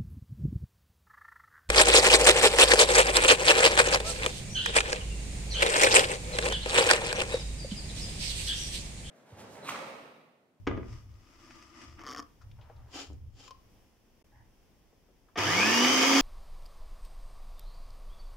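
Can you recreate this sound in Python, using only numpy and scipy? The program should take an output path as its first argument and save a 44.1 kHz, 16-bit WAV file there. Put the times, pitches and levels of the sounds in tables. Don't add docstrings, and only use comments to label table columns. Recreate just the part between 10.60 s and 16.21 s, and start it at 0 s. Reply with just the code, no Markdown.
import sys
import numpy as np
from scipy import signal
from scipy.fft import rfft, irfft, next_fast_len
from scipy.io import wavfile
from scipy.ndimage import uniform_filter1d

SR = 44100
rng = np.random.default_rng(int(sys.argv[2]) if len(sys.argv) > 2 else 0)


def transcribe(signal):
    frames = np.atleast_2d(signal).T
    limited = np.clip(frames, -1, 1)
    pcm = np.round(limited * 32767).astype(np.int16)
    wavfile.write(sys.argv[1], SR, pcm)


N = 247401
T = np.arange(N) / SR


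def undb(db):
    return 10 ** (np.asarray(db) / 20)


def unit(x):
    return x / np.sqrt(np.mean(x ** 2))


def peak(x, db):
    return x * undb(db) / np.abs(x).max()


def during(start, end, fade):
    return np.clip((T - start) / fade + 1, 0, 1) * np.clip((end - T) / fade + 1, 0, 1)


def envelope(start, attack, hold, release):
    return undb(-20 * (np.maximum(start - T, 0) / attack + np.maximum(T - start - hold, 0) / release))


def add(track, s, sound):
    part = track[max(int(s * SR), 0):][:len(sound)]
    part += sound[:len(part)]


def wander(rate):
    step = int(SR / rate)
    return 1.3 * uniform_filter1d(np.repeat(rng.standard_normal(N // step + 1), step), step)[:N]


def colour(x, points):
    hz, db = np.transpose(points)
    size = next_fast_len(len(x) + 4096)
    freqs = np.maximum(np.fft.rfftfreq(size, 1 / SR), 1)
    gain = undb(np.interp(np.log(freqs), np.log(hz), db))
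    return irfft(rfft(x, size) * gain, size)[:len(x)]


def band(x, hz, width):
    hz = min(hz, SR / 3)
    return signal.lfilter(*signal.iirpeak(hz, hz / min(width, SR / 4), SR), x)


def ring(x, modes):
    return sum(undb(db) * band(x, hz, width) for hz, width, db in modes)


def lift(hz, modes):
    boosts = (undb(db) ** 2 / (1 + (2 * (hz - centre) / width) ** 2) for centre, width, db in modes)
    return np.sqrt(1 + sum(boosts))


def split(x, hz):
    low = signal.sosfiltfilt(signal.butter(4, hz, fs=SR, output="sos"), x, padtype=None)
    return low, x - low


def soften(x, hz):
    return signal.lfilter(*signal.butter(2, min(hz, SR / 3), fs=SR), x)


def blow(decay_s, chatter, size=10000):
    x = chatter * rng.standard_normal(size) * np.exp(-np.arange(size) / SR / decay_s)
    x[0] += 1
    return x


def grains(rate, spread_db):
    hits = rng.random(N) < rate / SR
    return unit(hits * rng.standard_normal(N) * undb(spread_db * rng.standard_normal(N)))


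def pan(x, db):
    return x * undb(np.array([[db], [-db]]) / 2)


def echoes(x, db, count=8, latest_s=0.013):
    lags = rng.integers(SR // 400, int(latest_s * SR), count)
    bounces = sum((-1) ** k * np.roll(x, lag) for k, lag in enumerate(lags))
    return (x + undb(db) / np.sqrt(count) * bounces) / np.hypot(1, undb(db))


def room(x, wet_db, pan_db, fade_s=0.42, dull_hz=5000, size=17640):
    t = np.arange(size) / SR
    tail = rng.standard_normal((2, size)) * undb(-60 * t / fade_s) * (t > .002)
    tail = signal.lfilter(*signal.butter(1, dull_hz, fs=SR), tail / np.sqrt(np.sum(tail[0] ** 2)))
    return pan(x + undb(wet_db) * signal.fftconvolve(x[None], tail, axes=1)[:, :N], pan_db)


# f/Hz, level/dB
STEREO_WIDTH = [(60, -10), (250, -7.5), (500, -6), (1000, -6), (2000, -3), (4000, -2), (8000, 0.5)]
def diffuse(source, pan_db):
    shared, difference = source(), colour(source(), STEREO_WIDTH)
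    return pan(shared + difference * np.array([[1], [-1]]), pan_db)


# f/Hz, level/dB
DULL_TOP_TONE = [(6500, -1.5), (8000, -12), (15000, -10)]
def dull_top(x):
    return colour(x, DULL_TOP_TONE)


# f/Hz, level/dB
QUIET_TONE = [(12, -35), (20, -0.5), (49, -4.5), (80, -11), (119, -13.5), (196, -13.5), (306, -14.5),
              (519, -20), (1100, -26), (1200, -30), (3260, -32), (4070, -39.5), (5380, -32), (7730, -42.5),
              (15500, -40.5)]
def room_tone():
    noise = diffuse(lambda: unit(colour(rng.standard_normal(N), QUIET_TONE)), pan_db=.5)
    return noise * undb(-64.5 + 1.1 * wander(4.59))


# f/Hz, width/Hz, level/dB
TABLE_MODES = [(39.2, 24, -15.5), (73.4, 9.5, -4.5), (105.9, 16.6, -6), (199, 7, -8.5), (269.5, 40, -0.5),
               (347, 37, -7.5)]
# t/s, hold/s, level/dB
HAND_PRESSES = [(0, 0.0041, -42.5), (0.106, 0.054, -35), (0.29, 0.054, -41.5), (0.453, 0.038, -47),
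                (1.297, 0.056, -53.5), (1.867, 0.15, -48.5), (2.176, 0.028, -47), (2.505, 0.18, -47),
                (3.74, 0.062, -59)]
def table_rumble(attack_s=0.073, release_s=0.17, let_go_s=3.08):
    presses = [undb(db) * envelope(s, attack_s, hold, release_s) for s, hold, db in HAND_PRESSES]
    tremble = undb(-67) * during(0, let_go_s, 0.26)
    low, _ = split(ring(rng.standard_normal(N), TABLE_MODES), 153)
    return unit(low) * np.hypot(np.max(presses, axis=0), tremble)


# f/Hz, width/Hz, level/dB
JAR_MODES = [(303, 77, 5.5), (410, 130, 1.5), (476, 220, 1), (976, 240, 2.5), (1186, 57, 9.5),
             (1460, 36, -20), (1630, 45, 1), (1966, 190, 1), (2070, 96, -15), (2700, 53, -28),
             (3280, 21, 0), (5000, 2300, -13.5)]
# t/s, level/dB, thud above that level/dB, f/Hz (higher for a harder hit)
JAR_HITS = [(0.0688, -23.5, -15, 4870), (0.0735, -17.5, -2, 2940), (0.1127, -30, 3, 1800),
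            (0.147, -40, 6, 1200), (0.168, -39.5, 3, 2500), (0.1758, -34.5, 9.5, 2400),
            (0.231, -39.5, 4, 2480), (2.502, -54.5, 15.5, 700)]
def jar_knocks(hits=4, rebound_s=.01, gap_growth=1.1, clack_loss_db=12.5, thud_loss_db=3):
    out = np.zeros(N)
    for s, db, thud_db, hard_hz in JAR_HITS:
        for k in range(hits):
            contact = soften(blow(decay_s=0.0037, chatter=0.34), hard_hz)
            crack = band(band(contact, 830, 450), 830, 450)
            clack = ring(contact, JAR_MODES) + undb(5) * crack
            thud = ring(soften(blow(decay_s=0.0023, chatter=0.046), 750), TABLE_MODES)
            add(out, s, peak(clack, db - k * clack_loss_db))
            add(out, s, peak(thud, db + thud_db - k * thud_loss_db))
            s += rebound_s * gap_growth ** k * (1 + 0.11 * rng.standard_normal())
    return room(dull_top(out), wet_db=-4, pan_db=1)


def rub(strokes, tone, modes, rate, ring_db, rough_db):
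    slips = grains(rate, spread_db=1) * undb(rough_db * wander(90))
    low, high = split(colour(slips + undb(ring_db) * ring(slips, modes), tone), 3470)
    low_gain = high_gain = np.zeros(N)
    for s, attack, hold, release, db, treble_db in strokes:
        swell = envelope(s, attack, hold, release) * undb(db)
        low_gain = np.maximum(low_gain, swell)
        high_gain = np.maximum(high_gain, swell * undb(treble_db))
    return unit(low) * low_gain + unit(high) * high_gain


# t/s, swell/s, hold/s, fade/s, level/dB, treble above that level/dB
TWISTS = [(0.31, 0.13, 0.054, 0.14, -59, -7.5), (0.91, 0.59, 0.11, .55, -58, -7.5),
          (1.2, 0.22, 0.035, 0.18, -51.5, -9), (1.392, 0.027, 0.023, 0.052, -51.5, -24)]
# f/Hz, level/dB
TWIST_TONE = [(88, -48), (150, -11), (289, -0.5), (337, 1), (425, -24), (589, -14), (661, -10), (1030, -11),
              (1230, -3), (1430, -10), (2970, -11.5), (4050, -26.5), (5100, -16.5), (8920, -33.5),
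              (15000, -49)]
def jar_twist():
    return echoes(rub(TWISTS, TWIST_TONE, JAR_MODES, rate=7500, ring_db=-3, rough_db=1.5), db=-7.5)


# t/s, level/dB, f/Hz, decay/s
TAPS = [(0.54, -60, 5000, .004), (0.907, -44, 1490, 0.0048), (1.812, -52.5, 1160, 0.018),
        (1.816, -56.5, 5500, 0.012), (1.914, -52, 3000, 0.0044), (1.989, -56, 770, .035),
        (2.012, -53, 2900, 0.018), (2.098, -43.5, 590, 0.0076), (2.163, -64, 4000, 0.013),
        (2.531, -52.5, 6500, 0.0037), (4.326, -56, 457, 0.011), (4.485, -56, 405, 0.017),
        (4.685, -56.5, 1100, 0.017)]
def finger_taps():
    out = np.zeros(N)
    for s, db, hz, decay_s in TAPS:
        tap = blow(decay_s, chatter=0.77)
        add(out, s, peak(band(band(tap, hz, 0.8 * hz), hz, 0.8 * hz), db))
    return dull_top(out)


# f/Hz, width/Hz, level/dB
COLLAR_MODES = [(292, 34, 13), (450, 117, 5.5), (722, 78, 1.5), (1144, 140, 12.5), (1570, 63, -9),
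                (1756, 65, 3), (3040, 410, -4), (4620, 130, 2), (5160, 450, 3), (5860, 280, -18)]
# t/s, length/s, level/dB, treble change/dB
SLIP_RUNS = [(1.394, .03, -40.5, -8), (1.437, .025, -35, -12), (1.466, .069, -28, -3.5),
             (1.548, .004, -25, -7), (1.563, .004, -25.5, -7), (1.573, .032, -26.5, -4),
             (1.625, .004, -37.5, -4)]
def lug_creak(max_slips=12, slip_hz=137.8, jitter=.06, scatter_db=1.3):
    out = np.zeros(N)
    for start, length, db, treble_db in SLIP_RUNS:
        s = start
        for spacing, strength in rng.standard_normal((max_slips, 2)):
            snap = blow(decay_s=0.0027, chatter=0.17, size=4096)
            if s < start + length:
                low, high = split(ring(snap, COLLAR_MODES), 2800)
                add(out, s, peak(low + undb(treble_db + 1.5) * high, db + scatter_db * strength))
            s += (1 + jitter * spacing) / slip_hz
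    return room(dull_top(out), wet_db=-8, pan_db=2.3, fade_s=.3, dull_hz=2200)


def finger_shuffle(hz=850, width_hz=900):
    touch = grains(rate=4000, spread_db=2) * undb(2 * wander(30.2))
    dull = unit(band(band(touch, hz, width_hz), hz, width_hz))
    return room(dull * undb(-66) * during(1.994, 2.29, 0.033), wet_db=-2, pan_db=1.5)


# t/s, swell/s, hold/s, fade/s, level/dB, treble above that level/dB
HAND_SLIDES = [(2.352, 0.039, 0.064, 0.084, -47, -1), (2.8, 0.059, 0.078, 0.03, -61, 1.5)]
# f/Hz, level/dB
SLIDE_TONE = [(110, -42), (180, -17), (265, 7.5), (297, -1), (364, 5), (645, -6.5), (708, 0), (1060, -5.5),
              (1330, -4), (1510, -7), (3000, -11.5), (3740, -27), (7020, -32), (8930, -44.5), (15000, -55)]
# f/Hz, width/Hz, level/dB
HANDLE_MODES = [(271, 21, 0), (1270, 82, 0), (3070, 240, -4), (5000, 510, 7.5), (6900, 310, 5)]
def grip_slide():
    return echoes(rub(HAND_SLIDES, SLIDE_TONE, HANDLE_MODES, rate=16000, ring_db=-7, rough_db=1), db=-6)


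# f/Hz, width/Hz, level/dB
LATCH_MODES = [(558, 20, -1), (1054, 27, 10.5), (1080, 120, -8), (2680, 2100, -16), (4861, 500, -19)]
# t/s, level/dB
LATCH_HITS = [(2.8796, -34.5), (2.9083, -32.5)]
def latch_pings():
    out = np.zeros(N)
    for s, db in LATCH_HITS:
        add(out, s, peak(ring(blow(decay_s=0.005, chatter=0.15), LATCH_MODES), db))
    return dull_top(out)


def squeak(start=3.72, end=3.8, hz=870, waver=0.072):
    phase = 2 * np.pi * np.cumsum(hz * (1 + waver * wander(290))) / SR
    tone = np.sin(phase) + undb(-2) * np.sin(2 * phase)
    gate = during(start, end, 0.022) * during(start, np.inf, 0.004)
    return room(tone * undb(-70) * gate, wet_db=3, pan_db=0)


SWITCH_S, POWER_S, TOP_SPEED_HZ = 4.757, 4.779, 288.4
# f/Hz, width/Hz, level/dB
HOUSING_MODES = [(368, 13, 3.5), (520, 31, 2), (718, 48, 1), (903, 30, 1), (1194, 31, 5.5), (1293, 21, 3),
                 (1790, 420, -5), (2210, 134, -0.5), (2454, 26, 2.5), (2920, 170, -3), (3110, 110, -6),
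                 (4670, 74, 0), (4740, 130, -25), (5280, 200, -3), (5980, 91, -6)]
def switch():
    out = np.zeros(N)
    snap = soften(ring(blow(decay_s=0.045, chatter=0.77), HOUSING_MODES), 2000)
    clunk = soften(ring(blow(decay_s=0.016, chatter=0.55), JAR_MODES), 1900)
    add(out, SWITCH_S, peak(snap, -27.5))
    add(out, SWITCH_S + 0.016, peak(clunk, -23.5))
    return room(dull_top(out), wet_db=-6, pan_db=1.5)


def mains_hum(speed, mains_hz=50):
    level = undb(-27 + 3.5 * wander(45)) * (1 - speed) ** 1.6
    return level * np.sin(2 * np.pi * 2 * mains_hz * T) * during(4.81, np.inf, 0.041)


# f/Hz, level/dB
AIR_TONE = [(70, -36), (150, -17.5), (300, 2), (420, -4), (600, -9.5), (1000, -3), (1450, -8.5),
            (3100, -11), (4150, -18), (4750, -4), (6400, -7.5), (7900, -19.5), (12000, -25), (15000, -26.5)]
def air_and_rattle(angle, speed):
    chatter = grains(rate=2200, spread_db=2.5) * (1 + .5 * np.cos(angle))
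    rattle = dull_top(ring(chatter, HOUSING_MODES))
    air = colour(grains(rate=12000, spread_db=1), AIR_TONE) * undb(0.63 * wander(110))
    low, high = split(undb(-0.5) * unit(air) + unit(rattle), 4040)
    db = -30 + 6.5 * speed ** 1.75
    treble_db = -13.5 + 6 * speed
    return (unit(low) + unit(echoes(high, db=-11.5)) * undb(treble_db)) * undb(db)


# f/Hz, width/Hz, level/dB
FEET_MODES = [(194, 14, 0), (246, 11.5, 10.5), (275.9, 5.7, 15.5)]
def shaft_shake(angle, speed):
    shake = undb(-37) * speed * lift(TOP_SPEED_HZ * speed, FEET_MODES) * np.sin(angle)
    octave = undb(-40 + 2.5 * wander(20)) * speed ** 3 * np.sin(2 * angle)
    return np.sqrt(2) * (shake + octave)


# cycles per turn of the shaft, level/dB
WHINE_TONES = [(8, -2), (12, 4), (24, -0.5)]
# f/Hz, width/Hz, level/dB
CAVITY_MODES = [(1710, 140, 11), (2436, 145, 12), (2930, 160, 2), (6070, 320, 5.5)]
def whine(angle, speed):
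    loose_angle = angle + .06 * wander(420)
    tones = np.zeros(N)
    for cycles, db in WHINE_TONES:
        level = undb(db + 2.5 * wander(130)) * lift(cycles * TOP_SPEED_HZ * speed, CAVITY_MODES)
        tones += level * np.sin(cycles * loose_angle)
    housed = undb(-1.5) * ring(tones, HOUSING_MODES) + undb(-6.5) * tones
    return room(housed * undb(-37) * speed ** 0.72, wet_db=-5.5, pan_db=0.5)


# f/Hz, left minus right level/dB
MOTOR_BALANCE = [(100, -4), (200, -8), (300, -.5), (2400, -.5), (4400, -0.5), (7500, 5.5), (13000, -5)]
def motor(run_up_s=.208, run_up_shape=.8):
    age = np.maximum(T - SWITCH_S, 0)
    speed = 1 - np.exp(-(age / run_up_s) ** run_up_shape)
    shaft_hz = TOP_SPEED_HZ * speed * (1 + 0.00368 * wander(60))
    angle = 2 * np.pi * np.cumsum(shaft_hz) / SR
    drone = shaft_shake(angle, speed) + mains_hum(speed)
    rush = diffuse(lambda: air_and_rattle(angle, speed), pan_db=0)
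    left, right = drone + rush + whine(angle, speed)
    left = colour(left, [(hz, db / 2) for hz, db in MOTOR_BALANCE])
    right = colour(right, [(hz, -db / 2) for hz, db in MOTOR_BALANCE])
    return during(POWER_S, np.inf, 0.0079) * np.array([left, right])


def scene():
    contacts = jar_knocks() + lug_creak() + room(finger_taps() + latch_pings(), wet_db=-5, pan_db=4)
    rubbing = finger_shuffle() + diffuse(jar_twist, pan_db=3.5) + diffuse(grip_slide, pan_db=2.2)
    handling = contacts + rubbing + diffuse(table_rumble, pan_db=1) + squeak()
    return handling + switch() + motor() + room_tone()


def record(dry, cut_hz=15600):
    dropout = 1 - during(3.627, 3.642, .002)
    return signal.sosfilt(signal.ellip(8, .2, 70, cut_hz, fs=SR, output="sos"), dry * dropout)


dry = scene()
out = record(dry)
transcribe(out)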